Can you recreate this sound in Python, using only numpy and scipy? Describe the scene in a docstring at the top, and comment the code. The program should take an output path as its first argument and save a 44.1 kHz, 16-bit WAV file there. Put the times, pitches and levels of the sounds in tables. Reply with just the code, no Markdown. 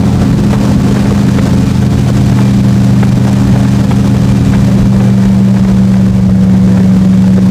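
"""A gusty roar meets the ear first, aboard an airboat at speed on open water, with exhaust orders and blade tones on it.
A V8 turns a four-blade air propeller through a toothed belt: each is a set of sines locked to the engine cycle.
Wind, roar and blade-tip hiss are banded noise: wind buffets the microphone, roar and blade-tip hiss gust together.
The microphone hisses steadily. The exhaust pops in short bursts of kicks that ring pipe modes.
The recorder's limiter pulls everything down at each peak over full scale."""
import sys
import numpy as np
from scipy import signal
from scipy.io import wavfile
from scipy.ndimage import uniform_filter1d, minimum_filter1d

SR = 44100
rng = np.random.default_rng(int(sys.argv[2]) if len(sys.argv) > 2 else 0)


def master(y):
    """Save y as 16-bit WAV."""
    cut = np.clip(np.atleast_2d(y).T, -1, 1)
    pcm = np.round(cut * 32767)  # scale
    wavfile.write(sys.argv[1], SR, pcm.astype(np.int16))


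N = 330750

# Engine speed: (time [s], firing cycles per second [Hz]); a cycle is two crank turns
ENGINE_SPEED = [(0.0, 25.4), (0.75, 25.21), (1.5, 25.21), (2.0, 25.07), (2.5, 24.65), (2.8, 24.62),
                (3.75, 24.84), (4.25, 24.79), (5.0, 24.35), (6.0, 23.82), (6.3, 23.57), (7.0, 23.45),
                (7.5, 23.51)]

# Air levels before each layer's trim: (time [s], wind on the microphone [dB], propeller roar [dB], blade-tip hiss [dB])
AIR_LEVELS = [(0.0, -28, -23.5, -32), (0.45, -20, -24.5, -32), (0.9, -20, -23, -31),
              (1.3, -25.5, -24.5, -31.5), (2.0, -19.5, -26.5, -31.5), (2.9, -24, -24.5, -31.5),
              (3.5, -22.5, -24, -31.5), (4.2, -22, -24.5, -31.5), (5.0, -22, -24.5, -33),
              (5.8, -25.5, -27, -35.5), (6.4, -23, -27, -37), (7.0, -24.5, -26, -34.5),
              (7.5, -29, -28, -35.5)]
# Noise colours, relative levels: (frequency [Hz], density [dB per Hz])
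WIND_SPECTRUM = [(14, -25), (25, -18), (35, -6), (50, 0.5), (65, 2.5), (100, -3.5), (140, 0.5), (190, 1.5),
                 (250, -11), (400, -27), (800, -38)]
ROAR_SPECTRUM = [(120, -14.5), (230, -2.5), (330, 1.5), (430, -1), (700, -6.5), (1000, -10), (1400, -16.5),
                 (1750, -17), (2200, -25), (4000, -38)]
HISS_SPECTRUM = [(800, 0), (1500, 3), (2200, -0.5), (3500, -1.5), (6000, -4), (8500, -8), (10300, -16),
                 (11300, -19), (13000, -17), (15500, -16.5)]
# Buffets on the microphone, negative ones dip: (time [s], change of the wind level [dB])
WIND_BUFFETS = [(0.19, 14), (0.35, 9), (0.77, 6.5), (0.92, -3.5), (3.15, 8), (3.26, -2), (3.51, 9),
                (3.8, 1), (4.43, 6.5), (4.82, 7), (5.6, 9), (5.72, 3), (6.31, 5)]
# Disturbed air through the blades, before each layer's depth: (time [s], change of level [dB])
AIR_SWELLS = [(0.23, 2.5), (0.54, 6), (0.65, 2), (1.46, 1.5), (1.57, 0.5), (1.71, 2), (1.84, 0),
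              (2.09, 2.5), (2.41, 3), (2.82, -1), (3.04, 1), (3.17, 2), (3.28, 5), (3.9, 1.5), (4.28, -1),
              (4.55, -0.5), (4.89, -0.5), (5.58, 4), (6.78, 0), (7.19, 0.5)]

# Belt tooth whine: (time [s], level [dB])
BELT_WHINE = [(0.0, -55), (1.25, -50), (2.3, -49), (2.45, -40), (2.75, -59), (3.0, -42), (3.5, -49),
              (4.2, -49), (4.5, -45), (4.8, -56), (5.2, -42), (5.5, -58), (6.0, -47.5), (6.75, -64),
              (7.5, -55)]

# Blade tone: (time [s], level [dB])
BLADE_TONE = [(0.0, -16), (0.6, -26.5), (1.3, -19.5), (2.0, -19), (2.5, -24), (2.75, -20), (3.25, -21),
              (3.5, -26), (3.8, -18.5), (4.6, -21), (5.25, -39), (5.75, -30), (6.0, -36), (6.3, -23),
              (6.75, -27.5), (7.15, -20), (7.5, -33)]
# Higher blade harmonics: (harmonic [number], level at highest speed [dB], level at lowest speed [dB])
HIGH_BLADE_HARMONICS = [(3, -22.5, -38), (4, -39.5, -54), (5, -33.5, -50.5), (6, -37, -34), (7, -46, -39.5),
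                        (8, -38, -43), (9, -41, -60.5), (10, -37, -50), (12, -47, -55), (13, -46.5, -54.5),
                        (15, -43, -78)]

# Exhaust pops before the trims: (time [s], crack level [dB], thump level [dB])
EXHAUST_POPS = [(0.034, -11, -14), (0.53, -4, -5.5), (0.622, -16, -21), (0.91, -16, -12), (0.963, -10, -15),
                (1.055, -10, -12), (1.115, -17, -8.5), (1.385, -6, -16), (1.824, -10.5, -15),
                (2.061, -10, -15), (2.322, -11.5, -17), (2.386, -6, -14), (3.028, -2.5, -14),
                (3.24, -17, -17.5), (3.556, -7, -15), (3.65, -8, -33), (3.911, -5.5, -12),
                (4.142, -13, -14), (4.532, -8, -22), (4.547, -5.5, -21), (4.759, -14, -23),
                (5.003, -7, -13), (5.566, -8, -30), (5.649, -8, -10), (5.938, -12.5, -31),
                (6.551, -14, -20), (6.772, -10.5, -23), (6.802, -13.5, -11), (6.908, -15.5, -20),
                (7.13, -9, -24), (7.379, -15, -12), (7.387, -11, -7)]
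# Pipe modes, the thump first and then the crack: (frequency [Hz], bandwidth [Hz], level [dB])
PIPE_MODES = [(454, 120, 5.5), (825, 360, -0.5), (1550, 460, -4.5), (2280, 480, -8.5), (3340, 950, -9.5)]

# The two loud exhaust orders: (time [s], 8th order level [dB], 5th order level [dB])
LOUD_ORDERS = [(0.0, -14.5, -17), (0.25, -12, -12), (0.75, -12.5, -17), (1.25, -12.5, -14.5),
               (2.0, -14, -12), (2.5, -11, -10), (3.25, -10.5, -9.5), (3.5, -12.5, -11.5),
               (4.1, -11.5, -12), (4.5, -11.5, -12), (5.0, -8.5, -10.5), (5.75, -6.5, -12.5),
               (6.5, -8.5, -13.5), (7.25, -5, -15), (7.5, -9.5, -17)]
# The 11th exhaust order: (time [s], level [dB])
ELEVENTH_ORDER = [(0.0, -27), (2.0, -24.5), (2.6, -19.5), (4.75, -23), (5.75, -45), (6.5, -29.5),
                  (7.5, -24)]
# Weaker exhaust orders: (order [per cycle], level at highest speed [dB], level at lowest speed [dB])
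WEAK_ORDERS = [(4, -24.5, -24), (6, -26, -28), (9, -35, -34), (10, -25.5, -40.5), (12, -29, -47),
               (13, -48.5, -35), (14, -33.5, -36.5), (15, -41, -54.5), (16, -49, -39.5), (24, -50, -38.5),
               (32, -47, -48)]

BLADE_PASSES_PER_CYCLE = 3.4907   # four blades behind the belt reduction
TEETH_PER_CYCLE = 96.05


def amp(db):
    """Gain of a level in dB."""
    return 10 ** (np.asarray(db) / 20)


def rms_one(x):
    """Signal scaled to rms 1."""
    return x / np.sqrt(np.mean(x ** 2) + 1e-20)


def in_time(rows):
    """Level columns of a time table, drawn as one value per sample."""
    times, *columns = np.transpose(rows)
    return [np.interp(np.arange(N) / SR, times, column) for column in columns]


def bumps(rows, half_width_s):
    """Bell-shaped rises and dips in dB, down to 1/e at the half-width."""
    t = np.arange(0, N, 50) / SR
    curve_db = sum(rise_db * np.exp(-((t - s) / half_width_s) ** 2) for s, rise_db in rows)
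    return np.interp(np.arange(N) / SR, t, curve_db)


def drift(rate_hz):
    """Random wander of rms 1: noise through two equal low-pass poles at rate_hz."""
    step = 20   # samples between points of the slow curve
    pole = np.exp(-2 * np.pi * rate_hz * step / SR)
    settle = 4000   # points dropped while the filter settles
    noise = rng.standard_normal(N // step + settle + 2)
    slow = signal.lfilter([1], [1, -2 * pole, pole * pole], noise)[settle:]
    return np.interp(np.arange(N) / step, np.arange(len(slow)), rms_one(slow))


def tone(turns, level_db, waver_db):
    """Shaft-locked sine about an rms level, wavering and fluttering as the air path changes."""
    waver = 0.76 * drift(5.4) + 0.53 * drift(21.7)
    gain = np.sqrt(2) * amp(level_db + waver_db * waver)
    return gain * np.sin(2 * np.pi * (turns + rng.random()))


def stack(turns, rows, waver_db):
    """Multiples of a shaft rate whose levels slide with the engine speed."""
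    speed, = in_time(ENGINE_SPEED)
    slowed = (speed.max() - speed) / np.ptp(speed)   # 0 at the highest speed, 1 at the lowest
    out = 0
    for multiple, fast_db, slow_db in rows:
        level_db = fast_db + (slow_db - fast_db) * slowed
        out = out + tone(multiple * turns, level_db, waver_db)
    return out


def turbulence(spectrum, gust_db, patchy_db, count):
    """Noise bands, count to the octave, that share a gust and flicker on their own; rms 1."""
    hz, level_db = np.transpose(spectrum)
    octaves = np.arange(0, np.log2(hz[-1] / hz[0]) + .3, 1 / count)
    edges = hz[0] * 2 ** octaves
    white = rng.standard_normal((2, N))   # neighbouring bands use different noise
    out = 0
    for k, (low, high) in enumerate(zip(edges, edges[1:])):
        band_pass = signal.butter(2, [low, min(high, .45 * SR)], "band", fs=SR, output="sos")
        band = signal.sosfilt(band_pass, white[k % 2])
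        centre_db = np.interp(np.log(low * high) / 2, np.log(hz), level_db)
        out = out + amp(centre_db + gust_db + patchy_db * drift(10.3)) * band
    return rms_one(out)


def microphone_hiss():
    """Steady microphone hiss: high-passed noise above 10.5 kHz."""
    high_pass = signal.butter(4, 10500, "high", fs=SR, output="sos")
    return amp(-53) * signal.sosfilt(high_pass, rng.standard_normal(N))


def wind(level_db):
    """Lumpy low noise of wind on the microphone, with its own gusts and buffets."""
    gust_db = 0.97 * drift(3.9) + 1.27 * drift(44.0)
    noise = turbulence(WIND_SPECTRUM, gust_db, patchy_db=3.0, count=3)
    return amp(level_db + 4.5 + bumps(WIND_BUFFETS, half_width_s=0.041)) * noise


def roar(level_db, gust, swell):
    """Propeller roar: mid-range turbulence lifted by gusts and disturbed air."""
    gust_db = 1.02 * gust + 1.56 * swell + 1.5 * drift(41.0)
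    return amp(level_db + 1.72) * turbulence(ROAR_SPECTRUM, gust_db, patchy_db=1.4, count=3)


def blade_hiss(level_db, gust, swell, cycles):
    """Blade-tip hiss: high turbulence that gusts with the roar and pulses as the banks fire unevenly."""
    once_a_cycle = 0.29 * np.sin(2 * np.pi * cycles)
    thrice_a_cycle = 0.51 * np.sin(6 * np.pi * cycles)
    gust_db = gust + once_a_cycle + thrice_a_cycle + swell
    return amp(level_db + 2.17) * turbulence(HISS_SPECTRUM, gust_db, patchy_db=0.18, count=3)


def air(cycles):
    """Wind and microphone hiss, with roar and blade-tip hiss sharing gusts and swells of disturbed air."""
    wind_db, roar_db, hiss_db = in_time(AIR_LEVELS)
    gust = 0.28 * drift(30.0) + 1.76 * drift(200.0)
    swell = bumps(AIR_SWELLS, half_width_s=0.016) + 0.71 * drift(71.0)
    blades = roar(roar_db, gust, swell) + blade_hiss(hiss_db, gust, swell, cycles)
    return microphone_hiss() + wind(wind_db) + blades


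def belt(cycles):
    """Tooth mesh whine; the crank turns twice a cycle and throws a side tone below and above."""
    waver_db = 3.5
    whine = tone(TEETH_PER_CYCLE * cycles, in_time(BELT_WHINE)[0], waver_db)
    lower = tone((TEETH_PER_CYCLE - 2) * cycles, -54, waver_db)
    upper = tone((TEETH_PER_CYCLE + 2) * cycles, -56, waver_db)
    return whine + lower + upper


def propeller(cycles):
    """Each passing blade is a pressure pulse, built as a stack of harmonics."""
    passes = BLADE_PASSES_PER_CYCLE * cycles
    level_db, = in_time(BLADE_TONE)
    blade_tone = tone(passes, level_db, waver_db=1.43)
    second = tone(2 * passes, level_db + 2.15, waver_db=1.3)
    return blade_tone + second + stack(passes, HIGH_BLADE_HARMONICS, waver_db=3.5)


def pops():
    """Exhaust pops: a thump and a ragged crack, every pipe mode ringing to soft kicks of its own."""
    times, crack_db, thump_db = np.transpose(EXHAUST_POPS)[:, :, None]
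    burst_s = 0.009   # the kicks of a pop fall within this time
    out = 0
    for k, (hz, width_hz, mode_db) in enumerate(PIPE_MODES):
        if k == 0:   # the thump
            kick_count, level_db = 2, thump_db - 3.0
        else:
            kick_count, level_db = 7, crack_db - 5.5
        place = rng.random((len(EXHAUST_POPS), kick_count))
        place[:, 0] *= .15   # one kick always falls early in the pop
        strength_db = level_db + mode_db + rng.normal(0, 1.4, place.shape)
        kicks = np.zeros(N)
        kicks[((times + burst_s * place) * SR).astype(int)] = amp(strength_db)
        decay = np.exp(-np.pi * width_hz / SR)
        angle = 2 * np.pi * hz / SR
        poles = [1, -2 * decay * np.cos(angle), decay * decay]
        ring = signal.lfilter([0, np.sin(angle)], poles, kicks + 1e-18)
        out = out + (-1) ** k * ring   # modes alternate in polarity
    return signal.sosfilt(signal.butter(2, 3500, fs=SR, output="sos"), out)


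def exhaust(cycles):
    """Eight firings a cycle give the 8th order; uneven banks add the other orders."""
    eighth_db, fifth_db = in_time(LOUD_ORDERS)
    loud = tone(8 * cycles, eighth_db, waver_db=1.24) + tone(5 * cycles, fifth_db, waver_db=1.24)
    eleventh = tone(11 * cycles, in_time(ELEVENTH_ORDER)[0], waver_db=2.3)
    return loud + eleventh + stack(cycles, WEAK_ORDERS, waver_db=2.5)


def scene():
    """Everything heard from a seat ahead of the engine."""
    cycles = np.cumsum(in_time(ENGINE_SPEED)[0]) / SR
    mix = air(cycles) + belt(cycles) + propeller(cycles) + pops() + exhaust(cycles)
    return mix[None]


def limiter(x, drive_db, release_db_s, attack_s):
    """Gain drops just ahead of any driven peak over full scale and recovers at a steady dB rate."""
    over_db = np.maximum(20 * np.log10(np.abs(x) + 1e-9) + drive_db, 0)
    ramp = release_db_s * np.arange(N) / SR
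    held_db = np.maximum.accumulate(over_db + ramp) - ramp
    span = max(round(attack_s * SR), 1)
    widened_db = -minimum_filter1d(-held_db, size=span)   # reaches ahead of each peak
    reduction_db = uniform_filter1d(widened_db, size=span)
    return x * amp(drive_db - reduction_db)


def record(dry):
    """Recorder: the limiter, then a steep cut of the top and a clip at full scale."""
    limited = limiter(dry[0], drive_db=2.0, release_db_s=121.0, attack_s=0.0039)
    top_cut = signal.ellip(14, .05, 70, 15240, fs=SR, output="sos")   # ripple and stop band in dB, edge in Hz
    return np.clip(signal.sosfilt(top_cut, limited), -1, 1)[None]


dry = scene()
out = record(dry)
master(out)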